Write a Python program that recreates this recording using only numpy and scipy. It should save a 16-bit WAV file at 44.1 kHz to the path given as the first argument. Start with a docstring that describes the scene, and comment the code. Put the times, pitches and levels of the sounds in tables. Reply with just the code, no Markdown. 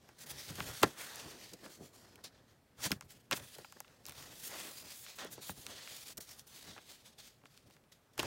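"""Stiff paper cards and envelopes are leafed through close to a mono microphone in a quiet room.
Soft rustles lead to a hard slap near 0.83 s; strokes follow and thin out, until blows near 2.9 and 3.3 s.
From 4.2 s the leafing is dense; after 6.3 s it grows faint, and a last slap comes near 8.2 s.
Strokes are swelling friction noise; taps are rough pushes that ring the card and thuds are soft smooth pushes
that ring the stack, both through bending waves (treble ahead of bass); grips swell noise over faint room hiss."""
import sys
import numpy as np
from scipy import signal
from scipy.fft import rfft, irfft, next_fast_len
from scipy.io import wavfile
from scipy.ndimage import uniform_filter1d, map_coordinates

SR = 44100
rng = np.random.default_rng(int(sys.argv[2]) if len(sys.argv) > 2 else 0)


def volts(x):
    """Linear amplitude factor 10**(x/20) for a level x in dB, scalar or array-like."""
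    e = np.asarray(x, float) / 20
    return 10 ** e


def log_audio(samples):
    """Write samples as a 16-bit WAV file to the path given in sys.argv[1]."""
    # one column per channel
    frames = np.atleast_2d(samples).T
    # limit to full scale, then quantise
    limited = np.clip(frames, -1, 1)
    pcm = np.round(limited * 32767).astype(np.int16)
    wavfile.write(sys.argv[1], SR, pcm)


N = 364341  # samples


def unit(x):
    """Power normalisation: the signal is scaled to rms 1."""
    return x / np.sqrt(np.mean(x ** 2) + 1e-20)


def peak(rows):
    """Peak normalisation: each row is scaled to a peak of 1."""
    return rows / np.abs(rows).max(axis=1, keepdims=True)


def placed(rows, start_s):
    """Superposition: rows of sound are summed at their start times."""
    at = np.round(start_s * SR).astype(int) + np.arange(rows.shape[1])
    return np.bincount(at.ravel(), rows.ravel(), N + SR)[:N]


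def along(points, hz):
    """Logarithmic pitch scale: (Hz, value) points are interpolated over log frequency."""
    point_hz, values = np.transpose(points)
    return np.interp(np.log(hz + 1), np.log(point_hz + 1), values)


def wobble(rate):
    """Slow random modulation: a smooth curve through random knots, rate of them a second."""
    knots = rng.standard_normal(int(N * rate / SR) + 4)
    return map_coordinates(knots, [np.arange(N) * rate / SR])


def filtered(x, response):
    """Linear filtering: the spectrum is multiplied by a complex response of frequency."""
    size = next_fast_len(x.shape[-1] + SR // 4)
    spectrum = rfft(x, size) * response(np.fft.rfftfreq(size, 1 / SR))
    return irfft(spectrum, size)[..., :x.shape[-1]]


def coloured(x, colour):
    """Spectral shaping: x passes a (Hz, dB) curve and is set to rms 1."""
    return unit(filtered(x, lambda hz: volts(along(colour, hz))))


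def bending(hz):
    """Dispersion of bending waves: the delay grows as one over root frequency."""
    return np.exp(-2j * np.pi * .11 * np.sqrt(hz))


def resonances(modes, hz, favoured_hz, octave_db):
    """Modal excitation: the spot that is struck favours the modes near one pitch."""
    total = 0
    for k, (centre, width, db) in enumerate(modes):
        gain = volts(db - octave_db * np.abs(np.log2(centre / favoured_hz)))
        damping = 1j * hz * width
        # neighbouring modes have opposite signs
        total = total + (-1) ** k * gain * damping / (centre ** 2 - hz ** 2 + damping)
    return total


def swells(top_s, rise_s, fall_s, db):
    """Incoherent addition: rounded swells are joined into one gain as powers."""
    t = np.arange(0, N / SR + 1, 1 / 1000)
    away = np.where(t < top_s, (top_s - t) / rise_s, (t - top_s) / fall_s)
    # 20 dB are lost one rise before and one fall after the top; exponent 1 = pointed, 2 = round
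    power = np.sum(volts(db - 20 * away ** 1.44) ** 2, axis=0)
    return np.interp(np.arange(N) / SR, t, np.sqrt(power))


# The pitch at which the air gap between the sheets colours the hiss.
# Each row: time in seconds, frequency in Hz.
AIR_GAP = [(0.0, 4400), (0.37, 4270), (0.66, 2540), (1.03, 2540), (1.17, 4500), (1.5, 4000), (1.9, 6200),
           (2.15, 6000), (2.51, 3350), (2.85, 2700), (3.4, 2800), (3.95, 4380), (4.15, 3400), (4.5, 3300),
           (4.95, 3900), (5.15, 3400), (5.45, 3600), (5.9, 3400), (6.21, 5280), (6.81, 3280), (7.15, 3970),
           (8.26, 2850)]


def patchy(depth_db, bump_db):
    """Gap resonance in uneven noise: gain drifts in patches, lifted at the gap's pitch and 0.8 octave below."""
    hz, t, noise = signal.stft(rng.standard_normal(N + 512), SR, nperseg=512)
    field = uniform_filter1d(rng.standard_normal(noise.shape), size=5, axis=0)
    field = uniform_filter1d(field, size=24, axis=1)
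    octaves = np.log2((hz[:, None] + 1) / np.interp(t, *np.transpose(AIR_GAP)))
    bump = np.exp(-(octaves / 0.49) ** 2) + 0.67 * np.exp(-((octaves + .8) / .15) ** 2)
    gain_db = depth_db * unit(field) + bump_db * bump
    return signal.istft(noise * volts(gain_db), nperseg=512)[1][:N]


# The spectrum of the room and microphone noise. Each row: frequency in Hz, relative level in dB.
AIR_COLOUR = [(15, -47), (25, -11.5), (96, -16), (156, -9), (254, -7), (299, -12.5), (498, -13.5),
              (1030, -20), (11400, -34.5), (12300, -33.5), (15700, -38)]


def air():
    """Stationary background noise: the quiet room and the microphone's own hiss."""
    return volts(-70.5) * coloured(patchy(depth_db=1.2, bump_db=0), AIR_COLOUR)


# The decay of the room's short answer. Each row: frequency in Hz, time to fall by 60 dB in seconds.
ROOM_DECAY = [(100, 0.13), (400, 0.011), (1800, 0.019), (10000, 0.027)]


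def room(x):
    """Reverberation: each frequency of the room's answer dies at its own speed."""
    hz, t, noise = signal.stft(rng.standard_normal(SR // 4), SR, nperseg=256)
    decay = volts(-60 * t / along(ROOM_DECAY, hz)[:, None])
    tail = signal.istft(noise * decay, SR, nperseg=256)[1]
    dull = filtered(tail, lambda hz: 1 / (1 + 1j * hz / 1500))  # soft furnishings take the treble
    late = np.pad(x, (SR // 400, 0))  # the answer starts 2.5 ms late
    return signal.fftconvolve(late, dull / np.linalg.norm(tail))[:N]


# The hand shifts or squeezes the stack.
# Each row: strongest moment in seconds, fall by 20 dB in seconds, hand rustle in dB,
# sheet body in dB over the rustle, boom in dB over the rustle.
GRIPS = [(.05, .04, -70.5, -2, -9), (.1, 0.088, -71, 1, -5), (.25, 0.14, -64.5, -1, -16),
         (.33, 0.14, -62, -0.5, 4), (.51, 0.073, -58.5, 0, 7.5), (.56, .06, -63, -11, 12),
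         (.59, .025, -48, -1, -2), (.64, 0.07, -50.5, -8, -2), (0.699, 0.093, -55.5, 3, 4.5),
         (0.839, .022, -29, -1, -13), (.865, 0.053, -45, -9.5, -4), (1.003, 0.15, -65, 8, -7),
         (1.13, 0.36, -62, 5.5, -12), (1.26, 0.056, -51, -18, -5), (1.36, 0.3, -61.5, -7, -8),
         (1.538, 0.029, -53, -20, -18), (1.65, 0.091, -54.5, -6.5, -27), (1.82, 0.1, -56.5, -13, -7),
         (2.05, 0.35, -67, -2.5, -4), (2.19, 0.027, -73, 11, -18), (2.35, 0.22, -73, 2, 0),
         (2.52, .08, -75.5, 0.5, 2), (2.81, 0.054, -63.5, 6, 3.5), (2.862, 0.023, -49, 0, 0),
         (2.924, 0.028, -49, -8.5, -9), (2.965, 0.036, -64, -3, 8), (3.05, 0.039, -65, -10.5, 10),
         (3.15, 0.073, -64, -13, -1.5), (3.33, 0.021, -41, 1.5, -11.5), (3.398, .1, -59, 0, 4.5),
         (3.566, 0.016, -56.5, -7, -11), (3.6, 0.041, -60.5, -3.5, -3), (3.77, 0.018, -59, -5, -24),
         (3.906, 0.11, -75, 8, 5.5), (4.01, 0.067, -71.5, -3, 0), (4.087, 0.062, -62, 1.5, 0),
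         (4.21, 0.18, -66.5, 5, 3), (4.3, 0.17, -64, -2, -5), (4.425, 0.045, -65, -10, -3),
         (4.542, 0.13, -58.5, 5, -12), (4.68, 0.13, -62, 4, -14), (4.85, 0.085, -61, -0.5, -6),
         (5.194, 0.025, -58.5, 8.5, -12), (5.224, 0.057, -52, 3.5, -19), (5.255, .05, -54.5, -5, -24),
         (5.33, 0.12, -66, -9, -3), (5.391, 0.037, -54.5, -9, -5), (5.51, 0.024, -56.5, -8, 6),
         (5.585, 0.046, -60.5, -8, 3), (5.7, 0.13, -60.5, -1, -3), (5.8, 0.13, -70, 5, -2),
         (5.92, 0.048, -65, -7, -4), (6.1, .03, -60, -12, -11), (6.185, 0.023, -51.5, -11, -1),
         (6.32, 0.18, -76, 7, 5), (6.55, 0.22, -77.5, 6, -4), (6.69, 0.095, -59, 0, 0.5),
         (6.78, 0.021, -56, 2.5, -5), (6.9, .06, -89, -2, 6), (7.05, 0.062, -83, 1, 1),
         (7.25, .08, -100, -4, 4), (7.445, 0.027, -62.5, -15, -8), (7.681, 0.065, -67, -11, -2.5),
         (7.76, .04, -73, -8.5, -1.5), (8.0, 0.063, -81, -6.5, -4), (8.197, 0.022, -42.5, 5.5, -7),
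         (8.25, 0.091, -47, -3, -2)]


def gripping(column):
    """Common excitation: one grip drives the hand (0), the sheet's body (1) and the boom (2)."""
    top_s, fall_s, hand_db, body_db, boom_db = np.transpose(GRIPS)[:, :, None]
    level_db = [hand_db, hand_db + body_db, hand_db + boom_db][column]
    return swells(top_s, 0.75 * fall_s, fall_s, level_db)


# The spectrum of the shaken stack. Each row: frequency in Hz, relative level in dB.
BOOM_COLOUR = [(20, -44.5), (45, -10.5), (90, -5), (120, -1.5), (160, -6.5), (260, -41)]


def flexing():
    """Forced vibration: the grip shakes the stack's lowest modes."""
    gain = np.hypot(volts(-74), gripping(2))  # the stack hums faintly as long as it is held
    return gain * coloured(rng.standard_normal(N), BOOM_COLOUR)


# The modes the stack thumps with.
# Each row: frequency in Hz, width in Hz, level in dB before one pitch is favoured.
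STACK_MODES = [(125, 40, -8.5), (195, 110, -6.5), (345, 80, -3), (450, 110, 0)]
# A card lands flat on the stack. Each row: start in seconds, peak level in dB, favoured ring in Hz.
THUDS = [(0.502, -45.5, 153), (0.603, -39.5, 121), (0.831, -16, 404), (1.804, -41.5, 260),
         (2.862, -36, 205), (2.904, -32.5, 253), (2.918, -31, 196), (3.313, -43, 527), (3.328, -38, 272),
         (3.585, -44.5, 460), (5.249, -42.5, 413), (5.377, -44, 374), (5.493, -38, 133), (6.174, -49, 147),
         (8.188, -34.5, 414), (8.23, -40, 288)]


def thuds():
    """Impulse response: a soft, smooth, broad push of about a millisecond rings the stack's low modes."""
    t = np.arange(SR // 5) / SR
    start_s, peak_db, ring_hz = np.transpose(THUDS)[:, :, None]
    push = t * np.exp(-t / .00035)
    thud = filtered(push, lambda hz: resonances(STACK_MODES, hz, ring_hz, octave_db=12.5) * bending(hz))
    return placed(volts(peak_db) * peak(thud), start_s)


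# The modes a tapped card rings with.
# Each row: frequency in Hz, width in Hz, level in dB before one pitch is favoured.
CARD_MODES = [(830, 370, -7), (1032, 320, -4), (1526, 330, -5.5), (2070, 130, -0.5), (2720, 600, -1),
              (3530, 480, 4.5), (4814, 5100, 0.5)]
# The spectrum of an edge tick. Each row: frequency in Hz, relative level in dB.
TICK_COLOUR = [(2500, -38.5), (5500, -2), (7500, -1), (11000, -4.5), (16000, -5.5)]
# Edges and corners touch. Each row: start in seconds, peak level in dB, edge tick in dB over the card knock,
# favoured ring in Hz, time for the push to fall by 60 dB in milliseconds.
TAPS = [(.089, -46.5, 1.5, 600, 2.4), (.555, -40, 15, 3800, 4.7), (.603, -27, -31, 1200, 1.1),
        (.817, -33, 13, 1230, 3.2), (.828, -21, -1, 1140, 4.5), (.831, -13, -4, 1030, 2.5),
        (1.157, -32, 14, 4500, 4), (1.533, -37.5, 3.5, 5160, 30), (1.66, -43.5, -10, 1060, 5.7),
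        (2.156, -42.5, 3, 2550, 7.5), (2.24, -36, 7, 5790, 5), (2.906, -33, 1, 710, 6),
        (2.916, -17.5, 2.5, 2310, 11), (2.925, -31.5, 3, 1390, 3.8), (3.009, -33, 8, 1200, 2.2),
        (3.022, -48, -0.5, 960, 4.2), (3.311, -19, 1, 1220, 7), (3.32, -23.5, -18, 1500, 3.5),
        (3.328, -22, -19, 2730, 6.2), (3.373, -36.5, 4.5, 1010, 3.4), (3.583, -42, 5, 610, 6.3),
        (3.645, -41.5, -11, 1080, 6.1), (3.7, -60, -6, 2810, 3.5), (3.723, -36.5, 8.5, 1090, 1.36),
        (3.769, -60, -3, 600, 3.5), (3.803, -26.5, 12.5, 610, 1.95), (3.845, -51.5, -13, 1300, 5.1),
        (3.879, -51.5, -20, 2450, 2.7), (4.054, -34.5, -2, 5140, 3), (4.064, -34, 14.5, 4060, 7),
        (4.071, -41, -1.5, 4600, 3.2), (4.084, -33, 11, 1110, 4.1), (4.094, -35, 5, 1970, 7.7),
        (4.108, -42.5, -8, 2690, 4.3), (4.121, -41, 5, 2030, 2.9), (4.224, -39, 8, 1870, 2.3),
        (4.291, -45, 11, 1090, 1.6), (5.063, -41, -22, 1640, 2.4), (5.186, -37, -15, 3740, 4.1),
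        (5.247, -35, 11, 1130, 1.9), (5.378, -45.5, -6, 600, 3.9), (5.493, -31, -7, 830, 2.9),
        (5.665, -29, -4, 4200, 1.75), (5.874, -36.5, -18, 2000, 1.8), (6.071, -40, 9, 5180, 3),
        (6.171, -34.5, 14, 5410, 6.6), (6.394, -37, 2, 4720, 3.5), (6.468, -49.5, 21, 4870, 2.8),
        (6.762, -44, -16, 730, 6.1), (6.771, -53, -19, 2400, 4.6), (6.778, -43, -20, 1900, 10),
        (6.785, -46, -7, 900, 4), (7.415, -64, -16, 1200, 3.3), (7.436, -56, -11, 994, 2.5),
        (7.455, -47, -4.5, 1380, 2.9), (7.575, -47, -0.5, 3650, 4.7), (7.7, -54.5, 3, 930, 4.1),
        (7.708, -50.5, -1, 3020, 3), (7.724, -56, 7, 4940, 3), (7.738, -53, 3, 4000, 3),
        (7.765, -55.5, -2, 1400, 2.9), (7.838, -60, -12, 2710, 2.7), (8.135, -59.5, 19, 660, 4),
        (8.178, -32, 5, 960, 3), (8.193, -21.5, -4.5, 2810, 6), (8.198, -22.5, -22, 2740, 6.6),
        (8.229, -29.5, 2, 1000, 4.2)]


def taps():
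    """Impact excitation: each contact is a short rough push that ticks at the edge and knocks the card."""
    lead_s = 1 / 200  # silence ahead of the contact
    after_s = np.clip(np.arange(SR // 16) / SR - lead_s, 0, None)
    start_s, peak_db, tick_db, ring_hz, length_ms = np.transpose(TAPS)[:, :, None]
    push = (1 - np.exp(-after_s / 0.00058)) * volts(-60 * after_s * 1000 / length_ms)
    push = push * rng.standard_normal(push.shape)
    # a clean first contact stands out of the rough push
    blow = push + 2.8 * (np.arange(after_s.size) == round(lead_s * SR) + 8)

    def edge(hz):
        return volts(along(TICK_COLOUR, hz)) * bending(hz)

    def card(hz):
        soft = (1 + 1j * hz / (2.3 * ring_hz)) ** 2  # a contact that rings low is too soft for the treble
        return resonances(CARD_MODES, hz, ring_hz, octave_db=8) * bending(hz) / soft

    tick, knock = peak(filtered(push, edge)), peak(filtered(blow, card))
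    return placed(volts(peak_db) * peak(volts(tick_db) * tick + knock), start_s - lead_s)


# The spectra of the hiss, of the sheen above it, of the sheet's body and of the rustling hand.
# Each row: frequency in Hz, relative level in dB.
HISS_COLOUR = [(800, -63), (1900, -4), (2600, 3.5), (4500, 1.5), (6500, -1), (9000, -9), (14000, -32)]
SHEEN_COLOUR = [(3000, -60), (6500, -2.5), (8500, 1), (12000, 1.5), (15700, 1.5)]
BODY_COLOUR = [(250, -13), (550, 5), (1000, 3.5), (1900, 3.5), (2800, -23.5), (6000, -41)]
HAND_COLOUR = [(80, -33.5), (170, -6), (250, -2.5), (450, -4.5), (700, -11.5), (2000, -60)]
# Peaks and dips of a rubbed card. Each row: frequency in Hz, relative level in dB.
RUBBED_CARD = [(1500, 3.5), (1950, 1), (2350, -1.5), (2800, -2.5), (3350, 1), (3950, 0), (4550, 2.5),
               (5400, 1), (6300, 0.5), (7200, -0.5)]
# Paper slides on paper. Each row: strongest moment in seconds, rise from 20 dB below in seconds,
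# fall by 20 dB in seconds, hiss level in dB, sheen in dB over the hiss.
STROKES = [(.06, 0.12, 0.27, -72, -7), (.187, .005, .03, -65, 4), (.219, 0.04, 0.04, -54, 1.5),
           (0.264, .005, .04, -58.5, 6), (0.309, 0.027, 0.021, -49.5, 5), (.39, 0.12, 0.27, -51.5, -4.5),
           (.505, 0.062, 0.034, -51.5, -5), (.56, 0.025, 0.29, -53, -4), (.69, 0.22, .06, -52.5, -0.5),
           (.77, 0.12, 0.25, -50.5, -3), (0.835, 0.0074, 0.012, -27, -18), (.85, .011, 0.06, -59.5, -18),
           (1.003, 0.052, 0.19, -50, -1.5), (1.2, 0.29, 0.12, -52.5, -7), (1.311, 0.072, 0.04, -54.5, -5),
           (1.46, 0.39, 0.16, -57.5, -6.5), (1.545, 0.045, 0.018, -66.5, -5), (1.65, .1, 0.11, -60.5, -4),
           (1.75, 0.12, 0.042, -59.5, -1.5), (1.86, .1, .055, -63, 0.5), (1.96, 0.056, 0.16, -64.5, -1),
           (2.102, 0.16, 0.12, -68, -9), (2.2, .05, .04, -74, -5), (2.246, 0.012, 0.043, -49, -10),
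           (2.35, 0.073, 0.13, -71, -30), (2.51, 0.058, 0.069, -73, -8.5), (2.8, 0.046, 0.045, -69, -15),
           (2.853, 0.052, 0.044, -38, -3), (2.929, 0.11, 0.036, -51.5, -5),
           (3.025, .011, 0.026, -65.5, -15), (3.109, 0.027, 0.045, -59, 0.5),
           (3.16, .05, 0.043, -64.5, -2.5), (3.205, 0.017, 0.023, -68.5, -0.5), (3.25, .05, .06, -77, -5),
           (3.324, 0.012, 0.028, -37.5, -15), (3.369, 0.042, 0.027, -48, 4), (3.398, .006, .011, -51, -11),
           (3.43, 0.086, 0.54, -61.5, -0.5), (3.552, 0.038, 0.01, -54.5, -4),
           (3.61, 0.027, 0.039, -66, -10), (3.7, .02, .02, -85, -13), (3.78, 0.059, 0.3, -72, -12),
           (3.92, 0.13, 0.21, -73, -10), (4.085, 0.044, 0.054, -57.5, 0), (4.2, 0.11, 0.23, -54.5, -3),
           (4.39, 0.092, 0.099, -59.5, 4.5), (4.44, 0.043, 0.1, -51, 5), (4.475, .05, 0.02, -55, 11),
           (4.52, 0.12, 0.3, -52.5, -4), (4.59, 0.067, 0.14, -49.5, -2), (4.68, 0.16, 0.3, -57.5, 3.5),
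           (4.8, 0.11, 0.069, -60.5, 3.5), (4.93, 0.23, 0.054, -55, -7), (5.02, 0.24, 0.067, -60, 7.5),
           (5.09, 0.09, 0.098, -53.5, -6.5), (5.16, 0.0099, 0.04, -60, 6), (5.192, 0.01, .08, -48, -10),
           (5.24, 0.1, .025, -53, -18), (5.27, 0.028, 0.025, -55.5, -12), (5.33, 0.027, 0.03, -55.5, 8.5),
           (5.39, 0.15, 0.03, -60.5, -17), (5.424, 0.022, 0.11, -50.5, 0.5),
           (5.505, 0.083, 0.023, -52.5, 7), (5.61, 0.13, 0.18, -57.5, 1.5), (5.71, 0.062, 0.22, -54, -8),
           (5.83, 0.15, 0.22, -57, -10.5), (5.92, 0.15, 0.14, -56.5, -6), (6.02, 0.3, .06, -55.5, 0.5),
           (6.085, 0.077, 0.047, -54, 1), (6.125, 0.055, 0.015, -56, 0), (6.179, 0.0053, 0.0081, -49.5, 7),
           (6.207, 0.0046, 0.068, -56, 4), (6.3, .05, 0.087, -55, 0), (6.394, 0.034, 0.032, -59, 2.5),
           (6.472, 0.0064, 0.057, -64, 5.5), (6.575, 0.14, 0.24, -58, -2), (6.69, 0.036, 0.13, -54, -10),
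           (6.82, 0.079, 0.065, -67, -5), (6.909, 0.087, 0.099, -56.5, -3.5), (7.0, .06, 0.063, -65, -5.5),
           (7.065, 0.029, 0.062, -59.5, -2.5), (7.13, 0.033, 0.02, -65.5, -11),
           (7.188, .015, 0.19, -60, -5), (7.275, .1, 0.042, -60.5, -2.5), (7.465, 0.028, 0.018, -68.5, -12),
           (7.541, 0.091, 0.15, -69, -5), (7.675, 0.019, .02, -67.5, -3.5), (7.73, 0.068, .08, -72, -6),
           (7.922, .006, 0.025, -61.5, -4.5), (7.95, 0.019, 0.055, -73.5, -3.5),
           (8.05, .08, 0.064, -81.5, -5), (8.135, .008, 0.056, -72.5, -2.5),
           (8.18, 0.0021, .02, -51, -10.5), (8.196, 0.016, 0.022, -40, -5), (8.24, 0.055, .2, -48, -12)]


def strokes():
    """Stick-slip friction: fibres catch and let go thousands of times a second, in every colour of the sheet."""
    top_s, rise_s, fall_s, hiss_db, sheen_db = np.transpose(STROKES)[:, :, None]
    hiss_gain = swells(top_s, rise_s, fall_s, hiss_db)
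    sheen_gain = swells(top_s, rise_s, fall_s, hiss_db + sheen_db)
    # every stroke also stirs the sheet's body and the hand, under its hiss
    body_gain = np.hypot(volts(-10.5) * hiss_gain, gripping(1))
    hand_gain = np.hypot(volts(-17) * hiss_gain, gripping(0))
    catches = (rng.random(N) < .06) * rng.standard_normal(N)
    rub = unit(patchy(depth_db=1.9, bump_db=2.5)) + 0.45 * unit(catches)
    rub = coloured(rub, RUBBED_CARD)
    # the pressure of the finger trembles
    rub = rub * volts(1.1 * wobble(45) + 1.2 * wobble(140))
    hand = coloured(rng.standard_normal(N) * volts(1.5 * wobble(22)), HAND_COLOUR)
    sheet = hiss_gain * coloured(rub, HISS_COLOUR) + sheen_gain * coloured(rub, SHEEN_COLOUR)
    return sheet + body_gain * coloured(rub, BODY_COLOUR) + hand_gain * hand


def scene():
    """Superposition at one microphone, which feeds both channels; only the hits rouse the room."""
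    hits = taps() + thuds()
    mix = hits + volts(-4.5) * room(hits) + strokes() + flexing() + air()
    return np.tile(mix, (2, 1))


def band_limit(x):
    """A steep low-pass at the top of the band."""
    return signal.sosfilt(signal.butter(12, 16820, fs=SR, output="sos"), x)


def record(dry):
    """Band limiting: the microphone weakens the deepest bass, and the treble falls steeply above 15850 Hz."""
    band = [(18, -14), (45, 0), (15850, 0), (16000, -22), (16700, -40), (17000, -120)]  # Hz, dB
    return band_limit(filtered(dry, lambda hz: volts(along(band, hz))))


dry = scene()
out = record(dry)
log_audio(out)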